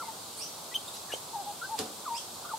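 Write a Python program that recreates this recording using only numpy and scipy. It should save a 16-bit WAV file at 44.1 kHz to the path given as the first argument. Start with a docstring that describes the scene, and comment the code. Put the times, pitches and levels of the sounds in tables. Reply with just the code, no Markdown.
"""Among trees outdoors, a butcherbird sings softly: low whistled notes and two sharp rising chirps.
Its notes are gliding tones with overtones, their pitch and strength fluttering.
Birds farther off give raspy upslurs and thin chips made the same way, with scratchy swells of noise.
Knocks, one faint and one loud, mix decaying noise with ringing modes; a soft pop is a noise swell.
Coloured noise hisses steadily under it all, and the trees scatter a short echo around the calls."""
import sys
import numpy as np
from scipy import signal
from scipy.fft import rfft, irfft
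from scipy.io import wavfile
from scipy.ndimage import uniform_filter1d

SR = 44100
rng = np.random.default_rng(int(sys.argv[2]) if len(sys.argv) > 2 else 0)


def file_out(sig):
    """Save sig as 16-bit WAV at sys.argv[1]."""
    # one column per channel
    cols = np.atleast_2d(sig).T
    # limit, then scale
    lim = np.clip(cols, -1, 1)
    pcm = np.round(lim * 32767).astype(np.int16)
    wavfile.write(sys.argv[1], SR, pcm)


N = 113778  # length in samples

# Colour of the outdoor hiss. Each row: frequency in Hz, relative density in dB per Hz.
HISS_COLOUR = [(15, -55), (28, -26), (50, -21.5), (80, -9), (148, -5.5), (275, -5), (434, -3.5),
               (510, -3.5), (650, -1.5), (829, 0), (1180, -3.5), (1540, -11.5), (1800, -18), (2130, -16.5),
               (2940, -12.5), (3270, -8), (4280, -5), (5760, -9.5), (8170, -6), (10700, -11.5),
               (12200, -12.5), (12900, -12.5), (13800, -15.5), (15600, -18.5)]
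# Stereo tilt of the hiss. Each row: frequency in Hz, left minus right in dB.
HISS_BALANCE = [(100, 0.5), (900, -2.1), (1600, -3.5), (2500, -1), (4600, -0.5), (6000, 0.5), (8500, 2),
                (10500, 1.5), (12500, -3.5), (12900, 4), (13600, -2.5)]
# Stereo width of noise. Each row: frequency in Hz, left-right likeness (1 is identical).
LIKENESS = [(30, 0.49), (100, 1), (250, 0.94), (500, 0.65), (950, 0.48), (1900, 0.4), (3800, 0.37),
            (7500, 0.055), (15000, .05)]
# Echo among the trees. Each row: frequency in Hz, 60 dB decay time in seconds.
ECHO_T60 = [(200, 0.27), (1000, 0.48), (3000, 0.29), (6000, 1), (12000, .2)]

# Knocks. Each row: start in seconds, crack level in dB, thump level in dB, share of the full decay time.
KNOCKS = [(.862, -41, -70, .15), (1.789, -24, -36, 1)]
# Colours of crack, its tail and the thump. Each row: frequency in Hz, relative density in dB per Hz.
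CRACK_COLOUR = [(470, -22), (800, -4), (2000, -17), (3100, 0), (4900, 3.5), (5900, -12), (6800, 2),
                (8200, -8), (10000, 0), (13900, -10), (15000, -25)]
CRACK_TAIL_COLOUR = [(470, -12), (1200, 2.5), (2000, -8), (3100, -0.5), (4800, 0), (7000, -3), (10000, -5),
                     (13000, -12), (15000, -31)]
THUMP_COLOUR = [(40, -35), (90, -30), (190, 4), (290, 1), (410, 4.5), (560, 4.5), (900, -3.5), (1500, -13),
                (4000, -40)]
# Hollow ringing in the thump. Each row: frequency in Hz, relative level in dB, full 60 dB decay in seconds.
KNOCK_MODES = [(100.6, -13, 0.4), (229.4, -5, 0.44), (295, -5, 0.63), (440, 4, 0.22), (748, -3.5, 0.41)]

# Soft pop under the second chirp. Each row: start in seconds, length in seconds, centre in Hz,
# width in Hz, level in dB before the swell and echo.
POPS = [(1.134, 0.0101, 600, 447, -35.5)]
# Scratchy noise among the calls. 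Each row: start in seconds, length in seconds, centre in Hz,
# width in Hz, level in dB before the swell and echo.
RASPS = [(0.35, .075, 9370, 2400, -46.5), (.925, .05, 11000, 1200, -52.5), (1.103, 0.031, 11400, 800, -50),
         (1.109, 0.072, 7400, 3200, -49.5), (1.1, 0.051, 2500, 3000, -46.5),
         (1.615, 0.056, 4300, 1500, -54), (2.147, 0.072, 8000, 970, -50.5),
         (2.433, 0.037, 1380, 250, -48.5), (2.6, 0.031, 1130, 220, -44.5), (.735, .025, 3400, 470, -41.5),
         (.935, 0.053, 5200, 4500, -50)]

# Thin distant chips. Each row: start in seconds, length in seconds, top pitch in Hz,
# top level in dB before the overtone levels.
CHIPS = [(.877, 0.0147, 3806, -41.5), (0.931, 0.0246, 4020, -45), (2.338, 0.017, 4600, -47)]
# Chip levels in dB, one per harmonic.
CHIP_OVERTONES_DB = [-2, -6, -10.5]

# Raspy upslurs, one curve per call. Each row: time in seconds, pitch in Hz,
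# level in dB before the overtones and throat.
UPSLURS = [
    [(.365, 2040, -69), (.394, 2260, -47.5), (.408, 2480, -46), (.420, 2794, -43.5), (.436, 3010, -46.5),
     (.450, 3100, -50)],
    [(2.135, 2160, -61), (2.150, 2440, -47), (2.170, 2806, -46), (2.183, 3340, -41.5), (2.190, 3320, -66)],
]
# Upslur levels in dB, one list per call, one value per harmonic.
UPSLUR_OVERTONES_DB = [
    [-9, 0, -8, -6],
    [-3.5, 0, -5, -15],
]
# Throat colour of the upslurs. Each row: frequency in Hz, gain in dB.
UPSLUR_THROAT = [(2200, -4.5), (3300, 1.5), (4200, -2.5), (5500, 1.5), (6500, -8.5), (8000, 0), (9500, -8),
                 (11000, -12), (14000, -12)]
# Faint, wavering distant note. Each row: time in seconds, pitch in Hz, level in dB.
FAR_NOTE = [(.022, 2030, -60), (.05, 2113, -60), (.07, 2150, -67), (.1, 1845, -60)]

# Rising chirps, one curve per note. Each row: time in seconds, pitch in Hz, level in dB.
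CHIRPS = [
    [(.714, 1946, -55), (.729, 1960, -46.5), (.738, 1987, -50), (.745, 2940, -39.5), (.751, 3115, -34.5),
     (.758, 3138, -28), (.765, 3103, -28), (.7685, 3094, -46), (.778, 2860, -43)],
    [(1.085, 1990, -61), (1.109, 1684, -46), (1.118, 1850, -55), (1.120, 2910, -41.5), (1.130, 2890, -36.5),
     (1.141, 3130, -36.5), (1.150, 3090, -41)],
]
# Chirp levels in dB, one list per chirp, one value per harmonic.
CHIRP_OVERTONES_DB = [
    [0, -16, -19, -19.5, -29],
    [0, -13, -17, -19, -32],
]
# Flutter depth of the fundamental's strength as a fraction, one per chirp.
CHIRP_ROUGHNESS = [0.055, 0.33]

# Low whistles, one curve per note. Each row: time in seconds, pitch in Hz,
# level in dB before the overtone levels.
WHISTLES = [
    [(0.0, 1377, -40), (0.012, 1376, -39.5), (0.038, 886, -42), (0.05, 894, -56), (0.064, 949, -55),
     (0.086, 893, -39), (0.106, 901, -45), (0.12, 844, -67)],
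    [(1.33, 899, -48), (1.35, 937, -37.5), (1.362, 839, -35), (1.372, 810, -40), (1.402, 809, -39),
     (1.426, 748, -43.5), (1.435, 744, -49)],
    [(1.46, 833, -56), (1.466, 812, -43), (1.478, 823, -38.5), (1.514, 809, -39), (1.522, 823, -49),
     (1.54, 910, -52)],
    [(1.61, 1353, -59), (1.618, 1398, -41), (1.626, 1363, -36.5), (1.638, 1534, -40.5), (1.654, 1555, -38),
     (1.67, 1610, -62)],
    [(1.69, 844, -43), (1.698, 837, -41.5), (1.706, 901, -42), (1.728, 904, -36.5), (1.754, 859, -33.5),
     (1.766, 880, -46)],
    [(2.05, 1503, -56), (2.066, 1225, -36), (2.074, 1232, -43), (2.08, 1073, -32.5), (2.098, 922, -41.5),
     (2.11, 928.7, -34.5), (2.146, 932, -34.5), (2.19, 936, -58)],
    [(2.44, 1153, -56), (2.456, 1194, -44), (2.462, 1280, -44), (2.47, 1310, -58), (2.475, 1305, -61)],
    [(2.49, 1460, -37.5), (2.496, 1460, -45), (2.522, 1165, -39), (2.532, 890, -51), (2.538, 884, -34.5),
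     (2.55, 871, -35.5), (2.56, 900, -53)],
]
# Whistle levels in dB, one per harmonic.
WHISTLE_OVERTONES_DB = [0.5, -31.5, -35.5, -49]


def amp(db):
    """Decibels to gain."""
    return 10 ** (np.asarray(db) / 20)


def unit(x):
    """Scales to rms 1."""
    return x / np.sqrt(np.mean(x ** 2) + 1e-20)


def read(points, hz):
    """Reads a table on a log-frequency axis."""
    f, value = np.transpose(points)
    return np.interp(np.log(hz + 1), np.log(f + 1), value)


def add(mix, s, sound):
    """Mixes a sound in at time s in seconds."""
    part = mix[..., max(round(s * SR), 0):][..., :sound.shape[-1]]
    part += sound[..., :part.shape[-1]]


def band(size, centre_hz, width_hz):
    """Noise in a bell-shaped band; centred on zero it is a slow wander."""
    hz = np.fft.rfftfreq(SR, 1 / SR)
    bell = np.exp(-2 * ((hz - centre_hz) / width_hz) ** 2)
    noise = irfft(rfft(rng.standard_normal(SR)) * bell)
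    return unit(noise)[:size]


def pair(colour):
    """Coloured stereo noise: the right side shares part of the left, by frequency."""
    hz = np.fft.rfftfreq(N, 1 / SR)
    left, other = rfft(rng.standard_normal((2, N)))
    same = np.clip(read(LIKENESS, hz), -1, 1)
    right = same * left + np.sqrt(1 - same ** 2) * other
    return unit(irfft(np.array([left, right]) * amp(read(colour, hz)), N))


def place(x, pan_db, echo_db, echo_s):
    """Direct sound plus scatter from leaves and trunks: sparse random taps, fading by frequency."""
    size = SR // 2
    taps = rng.standard_normal((2, size)) * (rng.random((2, size)) < 2500 / SR)  # 2500 taps a second
    hz, t, z = signal.stft(taps, SR, nperseg=256)
    decay = amp(-60 * t / read(ECHO_T60, hz)[:, None])
    onset = np.minimum(t / 0.0058, 1)
    early = 1 + 2 * np.exp(-t / echo_s)  # stronger first scatter
    tail = signal.istft(z * decay * onset * early, SR, nperseg=256)[1]
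    wet = signal.fftconvolve(x[None], unit(tail) / np.sqrt(tail.shape[1]), axes=1)[:, :N]
    direct = x * amp([[pan_db / 2], [-pan_db / 2]])  # positive pan leans left
    return direct + amp(echo_db) * wet


def puff(s, length, hz, width, db):
    """A short swell of band noise."""
    size = round(length * SR)
    return s, amp(db) * np.hanning(size) * band(size, hz, width)


def note(curve, overtones_db, jitter, shimmer, flutter_hz, throat=None):
    """The syrinx: a tone with overtones whose pitch and strength flutter, optionally throat-coloured."""
    overtone_shimmer = 0.35  # flutter depth above the fundamental
    s, hz, db = np.transpose(curve)
    t = np.arange(s[0], s[-1], 1 / SR)
    pitch = np.interp(t, s, hz) * (1 + jitter * band(len(t), 0, flutter_hz))
    phase = 2 * np.pi * np.cumsum(pitch) / SR
    ends = np.clip(np.minimum(t - t[0], t[-1] - t) / 0.0018, 0, 1)  # 1.8 ms fades
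    tone = 0
    for k, level in enumerate(overtones_db, 1):
        colour = read(throat, k * pitch) if throat else 0
        depth = shimmer if k == 1 else overtone_shimmer
        flutter = 1 + depth * band(len(t), 0, flutter_hz)
        tone = tone + amp(level + colour) * np.sin(k * phase) * flutter
    # root two lets the levels count as rms
    return s[0], np.sqrt(2) * ends * amp(np.interp(t, s, db)) * tone


def hiss():
    """Steady outdoor wash of coloured noise, with faint drifting patches in time and frequency."""
    level_db, patchy_db = -43, 0.62
    hz, t, z = signal.stft(pair(HISS_COLOUR), SR, nperseg=1024, noverlap=768)
    grain = rng.standard_normal((len(t), len(hz)))
    smooth_in_time = uniform_filter1d(grain, 14, 0)
    patches = unit(uniform_filter1d(smooth_in_time, 16, 1)).T
    tilt = read(HISS_BALANCE, hz)[:, None] / 2
    z = z * amp(patchy_db * patches + np.array([tilt, -tilt]))
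    wash = signal.istft(z, SR, nperseg=1024, noverlap=768)[1][:, :N]
    return amp(level_db) * unit(wash)


def knocks():
    """A bright crack with a scattered tail over a dull, hollow thump; a rustle leads into the loudest."""
    crack_t60_s, tail_t60_s, thump_t60_s = 0.029, 0.28, 0.49  # before each knock's share
    crack_rise_s, thump_rise_s = 0.001, 0.0064
    rustle_lead_s = 0.02
    out, t = np.zeros((2, N)), np.arange(N) / SR
    for s, crack_db, thump_db, ring in KNOCKS:
        age = t / ring  # a small share of the decay time ages the knock faster
        snap = amp(-60 * age / crack_t60_s) * pair(CRACK_COLOUR)
        tail = amp(-9.5 - 60 * age / tail_t60_s) * pair(CRACK_TAIL_COLOUR)
        crack = snap + tail * amp([[-1], [1]])  # the tail leans right
        body = sum(amp(db - 60 * age / t60) * np.sin(2 * np.pi * hz * t) for hz, db, t60 in KNOCK_MODES)
        thump = amp(-0.5 - 60 * age / thump_t60_s) * pair(THUMP_COLOUR) + amp(-1.5) * body
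        crack = np.minimum(t / crack_rise_s, 1) * amp(crack_db) * crack
        thump = np.minimum(t / thump_rise_s, 1) * amp(thump_db) * thump
        add(out, s, crack + thump)
    rustle = np.zeros(N)
    start = KNOCKS[-1][0] - rustle_lead_s
    add(rustle, *puff(start, 2 * rustle_lead_s, hz=4140, width=5700, db=-42.5))
    return out + place(rustle, pan_db=-9, echo_db=-8, echo_s=0.02)


def pops():
    """A brief dull pop: a short swell of low band noise."""
    out = np.zeros(N)
    for row in POPS:
        add(out, *puff(*row))
    return place(out, pan_db=-4, echo_db=-7, echo_s=0.02)


def rasps():
    """The scratchy edge of the calls: swells of band noise, blurred by echo."""
    out = np.zeros(N)
    for row in RASPS:
        add(out, *puff(*row))
    return place(out, pan_db=0, echo_db=2, echo_s=0.039)


def chips():
    """Short calls from far off, pitch and level arching up and back down."""
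    pitch_arch = 0.1204  # how far the ends sit below the top pitch, as a fraction
    out = np.zeros(N)
    u = np.linspace(0, 1, 9)
    below_top = 1 - np.sin(np.pi * u)
    for s, length, hz, db in CHIPS:
        curve = np.transpose([s + length * u, hz * (1 - pitch_arch * below_top), db - 10 * below_top])
        add(out, *note(curve, CHIP_OVERTONES_DB, jitter=0.011, shimmer=0.44, flutter_hz=500))
    return place(out, pan_db=0, echo_db=-2.5, echo_s=0.05)


def upslurs():
    """Rough rising calls with strong overtones and one faint note, blurred by the trees."""
    out = np.zeros(N)
    for curve, overtones_db in zip(UPSLURS, UPSLUR_OVERTONES_DB):
        call = note(curve, overtones_db, jitter=0.01, shimmer=0.35, flutter_hz=700, throat=UPSLUR_THROAT)
        add(out, *call)
    add(out, *note(FAR_NOTE, [0], jitter=0.032, shimmer=0.32, flutter_hz=300))
    return place(out, pan_db=-7, echo_db=2, echo_s=0.06)


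def chirps():
    """A quiet low start that leaps up into a bright, louder note."""
    out = np.zeros(N)
    for curve, overtones_db, roughness in zip(CHIRPS, CHIRP_OVERTONES_DB, CHIRP_ROUGHNESS):
        add(out, *note(curve, overtones_db, jitter=0.011, shimmer=roughness, flutter_hz=503))
    return place(out, pan_db=0.8, echo_db=-13, echo_s=0.0093)


def whistles():
    """Soft, almost pure low notes; on the glides they beat against one strong nearby reflection."""
    bounce_s, bounce_db = 0.011, -10
    out = np.zeros(N)
    for curve in WHISTLES:
        s, sound = note(curve, WHISTLE_OVERTONES_DB, jitter=0.011, shimmer=0.13, flutter_hz=200)
        add(out, s, sound)
        add(out, s + bounce_s, amp(bounce_db) * sound)
    return place(out, pan_db=1.5, echo_db=-12.5, echo_s=0.028)


def scene():
    """All the sources together, from the background to the singer."""
    background = hiss() + knocks() + pops()
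    far_birds = rasps() + chips() + upslurs()
    return background + far_birds + chirps() + whistles()


def record(dry):
    """The recorder's band limit: a steep low-pass at 15.8 kHz."""
    lowpass = signal.firwin(801, 15800, window=("kaiser", 9), fs=SR)
    return signal.oaconvolve(dry, lowpass[None], "same")


dry = scene()
out = record(dry)
file_out(out)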